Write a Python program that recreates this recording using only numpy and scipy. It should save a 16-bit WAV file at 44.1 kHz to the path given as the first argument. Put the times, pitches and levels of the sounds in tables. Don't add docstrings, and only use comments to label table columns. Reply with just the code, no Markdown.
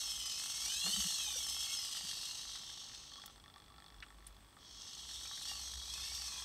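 import sys
import numpy as np
from scipy import signal
from scipy.fft import rfft, irfft, next_fast_len
from scipy.io import wavfile
from scipy.ndimage import uniform_filter1d

SR = 44100
rng = np.random.default_rng(int(sys.argv[2]) if len(sys.argv) > 2 else 0)


def volts(x):
    e = np.asarray(x, float) / 20
    return 10 ** e


def persist_wave(psi):
    counts = np.round(np.clip(psi, -1, 1) * 32767).astype(np.int16)
    wavfile.write(sys.argv[1], SR, np.atleast_2d(counts).T)


N = 284356

# (time [s], mesh rate [Hz], load [dB], lower tones [dB], upper tones [dB])
TURN_OUT = [
    (0.0, 1090, 0, -54.5, -50),
    (0.27, 1014, -0.5, -56, -48.5),
    (0.44, 1071, -0.5, -57, -62),
    (0.61, 1090, 0, -56, -54.5),
    (0.77, 1299, 0.5, -47, -49.5),
    (0.95, 1527, 2, -54, -54.5),
    (1.09, 1458, 1, -58, -56),
    (1.25, 1265, 0, -52, -52),
    (1.48, 1060, 0, -53.5, -51),
]
BRAKING = [
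    (1.74, 1090, 1, -48.5, -48),
    (1.83, 1004, 0.0084, -54, -47),
    (1.931, 975, 0, -59, -55),
    (2.28, 870, 0.37, -60, -50.5),
    (2.48, 735, 0, -68, -68),
]
TURN_BACK = [
    (5.13, 748, -0.89, -67, -55),
    (5.359, 768, -0.25, -66, -55),
    (5.5, 938, -1, -55, -49.5),
    (5.79, 748, -1.22, -65, -56),
    (6.0, 875, 0.19, -50, -57),
    (6.189, 937, -0.67, -56.5, -51),
    (6.33, 829, -0.3, -52, -55),
]
STOP_S, START_S = 3.386, 4.57
STALL_HZ, REST_WHINE_DB = 400, -68.5

# (multiple of mesh rate, level [dB], width [Hz], group: 0 lower, 1 upper)
TONES = [(1.269, 3, 90, 0), (2.001, 2, 34, 0), (2.451, -1, 50, 0), (3.0, 0.5, 108, 0), (4.0, -8.5, 100, 0),
         (4.98, -2.5, 112, 1), (5.9, -8.5, 202, 1)]
TONE_FLUTTER_DB, TONE_FLUTTER_S = 2.5, .05
# (centre [Hz], width [Hz], level [dB])
CASE_MODES = [(2652, 160, -6.5), (2803, 18, 4), (3041, 60, 5), (3307, 89, 9.5), (3334, 280, -6.5),
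              (3563, 20, 9.5), (3763, 410, -4.5), (3795, 19, 8.5), (4230, 53, 1.5), (4406, 20, 9.5),
              (4427, 390, 3.5), (4885, 125, -3), (5000, 155, 1), (5307, 41, 6.5), (5486, 83, 7.5),
              (5640, 41, -6), (5658, 89, 1.5), (5963, 36, 6), (6096, 160, 0), (6503, 116, 5.5),
              (6380, 360, -10.5), (7500, 610, -1), (7885, 167, 3), (8290, 275, -1.5), (8780, 280, 0),
              (9550, 1560, -8.5), (11410, 380, -8.5), (12040, 410, -10.5), (14560, 500, -15),
              (15400, 290, -25)]
# (frequency [Hz], level per Hz [dB])
CASE_WALL = [(290, -69), (500, -11), (818, -7), (1000, 1), (1140, -8.5), (1550, -5), (1870, -1.5),
             (2490, -8), (3280, -18.5), (4710, -1.5), (5610, -10), (6860, 5), (7820, 0), (10400, -14),
             (15900, -42)]
# (centre [Hz], width [Hz], share added [1])
BACK_FLANKS = [(2771, 650, -0.55), (3370, 150, 1.23), (5646, 380, 0.35), (13000, 3700, 0.23)]
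# (delay [s], level [dB])
BOUNCES = [(.0021, -2.5), (.0037, -14), (.0064, -12), (.0098, -7.5)]
# (centre [Hz], width [Hz], share removed [1])
TREBLE_DIPS = [(10500, 440, 0.46), (13100, 330, 0.36), (15000, 360, .7)]
RATTLE_DB, RATTLE_DB_PER_DECADE, RATTLE_REST_DB = -45, 14, -77.5
BRIGHT_DB, BRIGHT_DB_PER_OCTAVE, BRIGHT_TOP_DB = -4.5, 13.5, -3.5
TREBLE_HZ = 6950

# (frequency [Hz], level [dB], t60 [s])
KICK_DULL_MODES = [(820, -13.5, 0.038), (1134, -14.5, 0.085), (1320, -14.5, 0.053), (1805, -12, 0.025),
                   (1800, -4, 0.0051)]
# (frequency [Hz], level [dB], t60 [s])
KICK_BRIGHT_MODES = [(2760, -33, 0.046), (3352, -13.5, 0.051), (3500, -12.5, 0.041), (4400, -18.5, 0.033),
                     (5100, -8.5, 0.0051), (4040, -8, 0.0052)]
FRAME_S, FIRST_KICK_S = .020142, .0150
KICK_DB, KICK_BRIGHT_DB, KICK_SPREAD_DB = -52.5, 1, 3
KICK_FOLLOWS = 0.7
# (time [s], length [s], bright level [dB], dull level [dB])
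HUNTS = [(3.099, .06, -47.5, -52), (3.168, .06, -49, -53), (3.23, .08, -48, -51.5), (3.353, .06, -52, -59),
         (3.427, .08, -53, -54), (3.53, .1, -52, -55.5), (3.63, .04, -54, -63), (3.672, .06, -53.5, -55.5),
         (3.732, .04, -55, -57), (3.769, .06, -50.5, -51.5), (3.83, .06, -49.5, -55),
         (3.89, .12, -55.5, -55.5), (4.043, .12, -60, -56.5), (4.18, .1, -56.5, -57), (4.28, .08, -60, -58),
         (4.36, .06, -58.5, -58.5), (4.417, .1, -61, -64), (4.52, .02, -56, -57), (4.551, .11, -61, -57)]
HUNT_FADE_DB_PER_S, HUNT_GAP_DB, HUNT_SPREAD_DB = 38, -74, 2.5

# (middle time [s], peak level [dB], note [Hz], length [s])
SWELLS = [(0.156, -67, 54.7, 0.54), (0.62, -70, 53.8, .16), (0.75, -58, 53.8, 0.1), (0.992, -57.5, 63, 0.2),
          (1.399, -64, 63.5, 0.93), (2.059, -70, 61.33, .16), (2.203, -78, 51.3, 0.26),
          (2.457, -66, 51.5, .18), (2.983, -84, 59, 0.25), (3.38, -69, 49.3, 0.24),
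          (3.723, -73, 60.2, 0.29), (3.974, -56, 50.9, 0.15), (4.254, -62.5, 50.5, 0.69),
          (4.749, -67, 50.3, 0.24), (5.149, -62.5, 61.4, .4), (5.717, -55.5, 62.6, 0.73),
          (6.1, -55.5, 62, 0.84), (6.45, -54, 62, .14)]
BENCH_REST_DB = -75
# (time [s], peak level [dB], note [Hz], length [s])
JUDDER = [
    (0.84, -49, 174.2, 0.039),
    (0.865, -47.5, 197.5, 0.046),
    (0.935, -50.5, 172, 0.019),
    (0.966, -43.5, 198.4, 0.042),
    (1.044, -45, 179.7, 0.034),
    (1.121, -62.5, 171.2, 0.029),
    (2.031, -55, 174, 0.026),
]
# (time [s], peak level [dB], centre
# [Hz], width [octaves], t60 [s])
CLICKS = [(.855, -40.5, 720, 2.65, 0.19), (1.265, -53.5, 820, 0.13, 0.15), (1.352, -49.5, 534, 0.39, 0.094),
          (3.177, -53, 1143, 0.11, 0.066), (3.558, -55, 1150, 0.12, 0.058), (3.698, -58, 1116, 0.12, 0.097),
          (3.2584, -40, 10500, 1.8, 0.035), (4.0233, -37, 1950, 1.02, 0.054),
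          (4.2677, -40, 9070, 0.2, 0.012), (4.268, -46, 5000, 2.9, 0.057), (4.567, -51, 1260, 0.3, 0.031),
          (4.817, -39, 5300, 0.47, 0.024), (2.11, -48, 1800, .4, 0.041), (2.553, -47, 1520, 0.58, 0.052),
          (2.694, -50, 1760, 0.47, 0.044), (5.976, -50, 1500, 0.61, .04), (5.108, -52.5, 1785, 0.32, 0.039),
          (5.253, -52, 2425, 0.16, 0.1), (5.373, -48.5, 1780, .4, 0.046)]
# (centre [Hz], width [Hz], level [dB])
WHISTLE = [(8300, 140, -93), (8200, 650, -74.5)]
# (frequency [Hz], level [dB])
ROOM = [(15, -42), (25, -0.5), (70, -0.5), (180, -6.5), (334, -9.5), (543, -15), (1130, -11), (1440, -17.5),
        (2670, -20), (3410, -20), (5540, -24), (7260, -39), (8310, -39), (10600, -31), (15900, -29.5)]
ROOM_DB = -64.5
TOP_HZ = 15740


def motion():
    rest = [(s, STALL_HZ, 0, REST_WHINE_DB, REST_WHINE_DB) for s in (STOP_S, START_S)]
    mesh_hz, load_db, *tone_db = in_time(TURN_OUT + BRAKING + rest + TURN_BACK)
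    above_stall = np.maximum((mesh_hz - STALL_HZ) / (1000 - STALL_HZ), 1e-9)
    rattle_db = RATTLE_DB + load_db + RATTLE_DB_PER_DECADE * np.log10(above_stall)
    rattle_db = np.maximum(rattle_db, RATTLE_REST_DB)
    bright_db = np.minimum(BRIGHT_DB + BRIGHT_DB_PER_OCTAVE * np.log2(mesh_hz / 1000), BRIGHT_TOP_DB)
    return mesh_hz, rattle_db, bright_db, *tone_db


def gears(mesh_hz, rattle_db, bright_db, *tone_db):
    sound = case(tooth_knocks(mesh_hz), pinion_tones(mesh_hz, tone_db))
    low = signal.sosfilt(signal.butter(4, TREBLE_HZ, fs=SR, output="sos"), sound)
    high = signal.sosfilt(signal.butter(4, TREBLE_HZ, "high", fs=SR, output="sos"), sound)
    low_level = np.sqrt(uniform_filter1d(low ** 2, size=SR // 5) + 1e-12)
    return volts(rattle_db) * (low / low_level + volts(bright_db) * rms_one(bounce(high)))


def tooth_knocks(mesh_hz):
    struck = rng.random(N) < 8.0 * mesh_hz / SR
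    knocks = struck * volts(2.11 * rng.exponential(1, N)) * rng.choice([-1, 1], N)
    since_kick_s = (np.arange(N) / SR - FIRST_KICK_S) % FRAME_S
    force_db = 2.5 * np.exp(-since_kick_s / .006) + 1.5 * drift(60)
    knocks = rms_one(knocks / np.sqrt(mesh_hz)) * volts(force_db)
    flanks = sum(share * resonate(knocks, hz, width) for hz, width, share in BACK_FLANKS)
    turning_back = np.arange(N) > START_S * SR
    return knocks + turning_back * flanks


def pinion_tones(mesh_hz, tone_db):
    phase = 2 * np.pi * np.cumsum(mesh_hz * (1 + 0.0061 * drift(25.8))) / SR
    tones = np.zeros(N)
    for k, db, width, upper in TONES:
        wave = drift(width) * np.sin(k * phase) + drift(width) * np.cos(k * phase)
        tones += volts(db + tone_db[upper] + flutter()) * wave
    return tones


def flutter():
    knots = np.arange(0, N + SR, TONE_FLUTTER_S * SR)
    return TONE_FLUTTER_DB * np.interp(np.arange(N), knots, rng.standard_normal(len(knots)))


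def case(knocks, tones):
    drive = knocks + volts(41.0) * tones
    knots = np.arange(0, N + SR, SR // 6)
    swell_db = 2.2 * rng.standard_normal((len(CASE_MODES), len(knots)))
    out = volts(-11) * colour(drive, CASE_WALL)
    for k, (hz, width, db) in enumerate(CASE_MODES):
        swell = (hz < 7000) * np.interp(np.arange(N), knots, swell_db[k])
        out += resonate(drive, hz, max(width, SR / 800)) * volts(db + swell) * (-1) ** k
    leak = signal.butter(2, [2700, 6500], "band", fs=SR, output="sos")
    return out + volts(34) * signal.sosfilt(leak, tones)


def bounce(x):
    out = x.copy()
    for k, (delay, db) in enumerate(BOUNCES):
        lag = round(delay * SR)
        out[lag:] += volts(db) * x[:-lag] * (-1) ** k
    for hz, width, share in TREBLE_DIPS:
        out = out - share * resonate(out, hz, width)
    return out


def blows(rattle_db):
    s = np.arange(FIRST_KICK_S, N / SR - .01, FRAME_S)
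    at = (s * SR).astype(int)
    dull_chance, bright_chance = rng.standard_normal((2, len(s)))
    dull = KICK_DB + KICK_FOLLOWS * (rattle_db[at] - RATTLE_DB) + KICK_SPREAD_DB * dull_chance
    bright = dull + KICK_BRIGHT_DB
    resting = (s > HUNTS[0][0]) & (s < sum(HUNTS[-1][:2]))
    dull[resting] = bright[resting] = HUNT_GAP_DB
    for start, length, bright_db, dull_db in HUNTS:
        inside = (s > start) & (s < start + length)
        burst_dull = dull_db - HUNT_FADE_DB_PER_S * (s - start) + HUNT_SPREAD_DB * dull_chance
        dull[inside] = burst_dull[inside]
        bright[inside] = (bright_db + HUNT_SPREAD_DB * bright_chance)[inside]
    return at, dull, bright


def kicks(at, dull, bright):
    out = np.zeros(N)
    for modes, blow_db in ((KICK_DULL_MODES, dull), (KICK_BRIGHT_MODES, bright)):
        for hz, db, t60 in modes:
            impulses = np.zeros(N)
            late = rng.integers(10, 40, len(at))
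            impulses[at + late] = volts(blow_db + db + 2.5 * rng.standard_normal(len(at)))
            width_hz = np.log(1000) / np.pi / t60
            out += resonate(impulses, hz, width_hz) * SR / (np.pi * width_hz)
    push = np.zeros(N)
    push[at] = volts(dull)
    thud = resonate(resonate(push, 133, 270), 105, 193)
    return out + volts(24.0) * thud


def swells():
    t = np.arange(N) / SR
    middle, _, hz, _ = np.transpose(SWELLS)
    gain = volts(BENCH_REST_DB)
    for s, db, _, length in SWELLS:
        gain = gain + volts(db) * np.cos(np.pi * np.clip((t - s) / length, -.5, .5)) ** 2
    return np.interp(t, middle, hz), 20 * np.log10(gain)


def bench(hum_hz, hum_db):
    phase = 2 * np.pi * np.cumsum(hum_hz) / SR
    out = volts(hum_db) * rms_one((2.6 + drift(10)) * np.sin(phase) + drift(27) * np.cos(phase))
    for s, db, hz, length in JUDDER:
        t = np.arange(round(length * SR)) / SR
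        out[round(s * SR):][:len(t)] += volts(db) * np.sin(np.pi * t / length) * np.sin(2 * np.pi * hz * t)
    return out


def clicks():
    out = np.zeros(N)
    t = np.arange(SR // 8) / SR
    for s, db, hz, octaves, t60 in CLICKS:
        edges_hz = np.clip(hz * 2 ** (np.array([-.5, .5]) * octaves), 20, .45 * SR)
        band = signal.butter(2, edges_hz, "band", fs=SR, output="sos")
        envelope = volts(-60 * t / t60) * np.minimum(t / t60 / 0.065, 1)
        burst = signal.sosfilt(band, rng.standard_normal(len(t)) * envelope)
        out[round(s * SR):][:len(t)] += volts(db) * burst / np.abs(burst).max()
    return out


def room():
    out = volts(ROOM_DB) * rms_one(colour(rng.standard_normal(N), ROOM))
    for hz, width, db in WHISTLE:
        hiss = rms_one(resonate(rng.standard_normal(N), hz, width))
        out += volts(db + 1.85 * drift(42)) * hiss
    return out


def rms_one(x):
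    return x / np.sqrt(np.mean(x ** 2) + 1e-20)


def in_time(rows):
    s, *columns = np.transpose(rows)
    return [np.interp(np.arange(N) / SR, s, c) for c in columns]


def drift(rate):
    r = np.exp(-2 * np.pi * rate / SR)
    return rms_one(signal.lfilter([1], [1, -2 * r, r * r], rng.standard_normal(N + SR))[SR:])


def colour(x, spectrum):
    size = next_fast_len(N)
    hz, db = np.transpose(spectrum)
    log_hz = np.log(np.maximum(np.arange(size // 2 + 1) * SR / size, 1))
    gain = volts(np.interp(log_hz, np.log(hz), db))
    return irfft(rfft(x, size) * gain, size)[:N]


def resonate(x, hz, width_hz):
    r = np.exp(-np.pi * width_hz / SR)
    poles = [1, -2 * r * np.cos(2 * np.pi * hz / SR), r * r]
    return signal.lfilter([(1 - r * r) / 2, 0, (r * r - 1) / 2], poles, x + 1e-18)


def scene():
    mesh_hz, rattle_db, *shares_db = motion()
    servo = gears(mesh_hz, rattle_db, *shares_db) + kicks(*blows(rattle_db))
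    mix = servo + bench(*swells()) + clicks() + room()
    return mix[None]


def roll_off(x):
    return signal.sosfilt(signal.butter(12, 16040, fs=SR, output="sos"), x)


def record(dry):
    mix = signal.sosfilt(signal.butter(4, 36, "high", fs=SR, output="sos"), dry)
    mix = signal.sosfilt(signal.ellip(12, .5, 60, TOP_HZ, fs=SR, output="sos"), mix)
    return roll_off(mix)


dry = scene()
out = record(dry)
persist_wave(out)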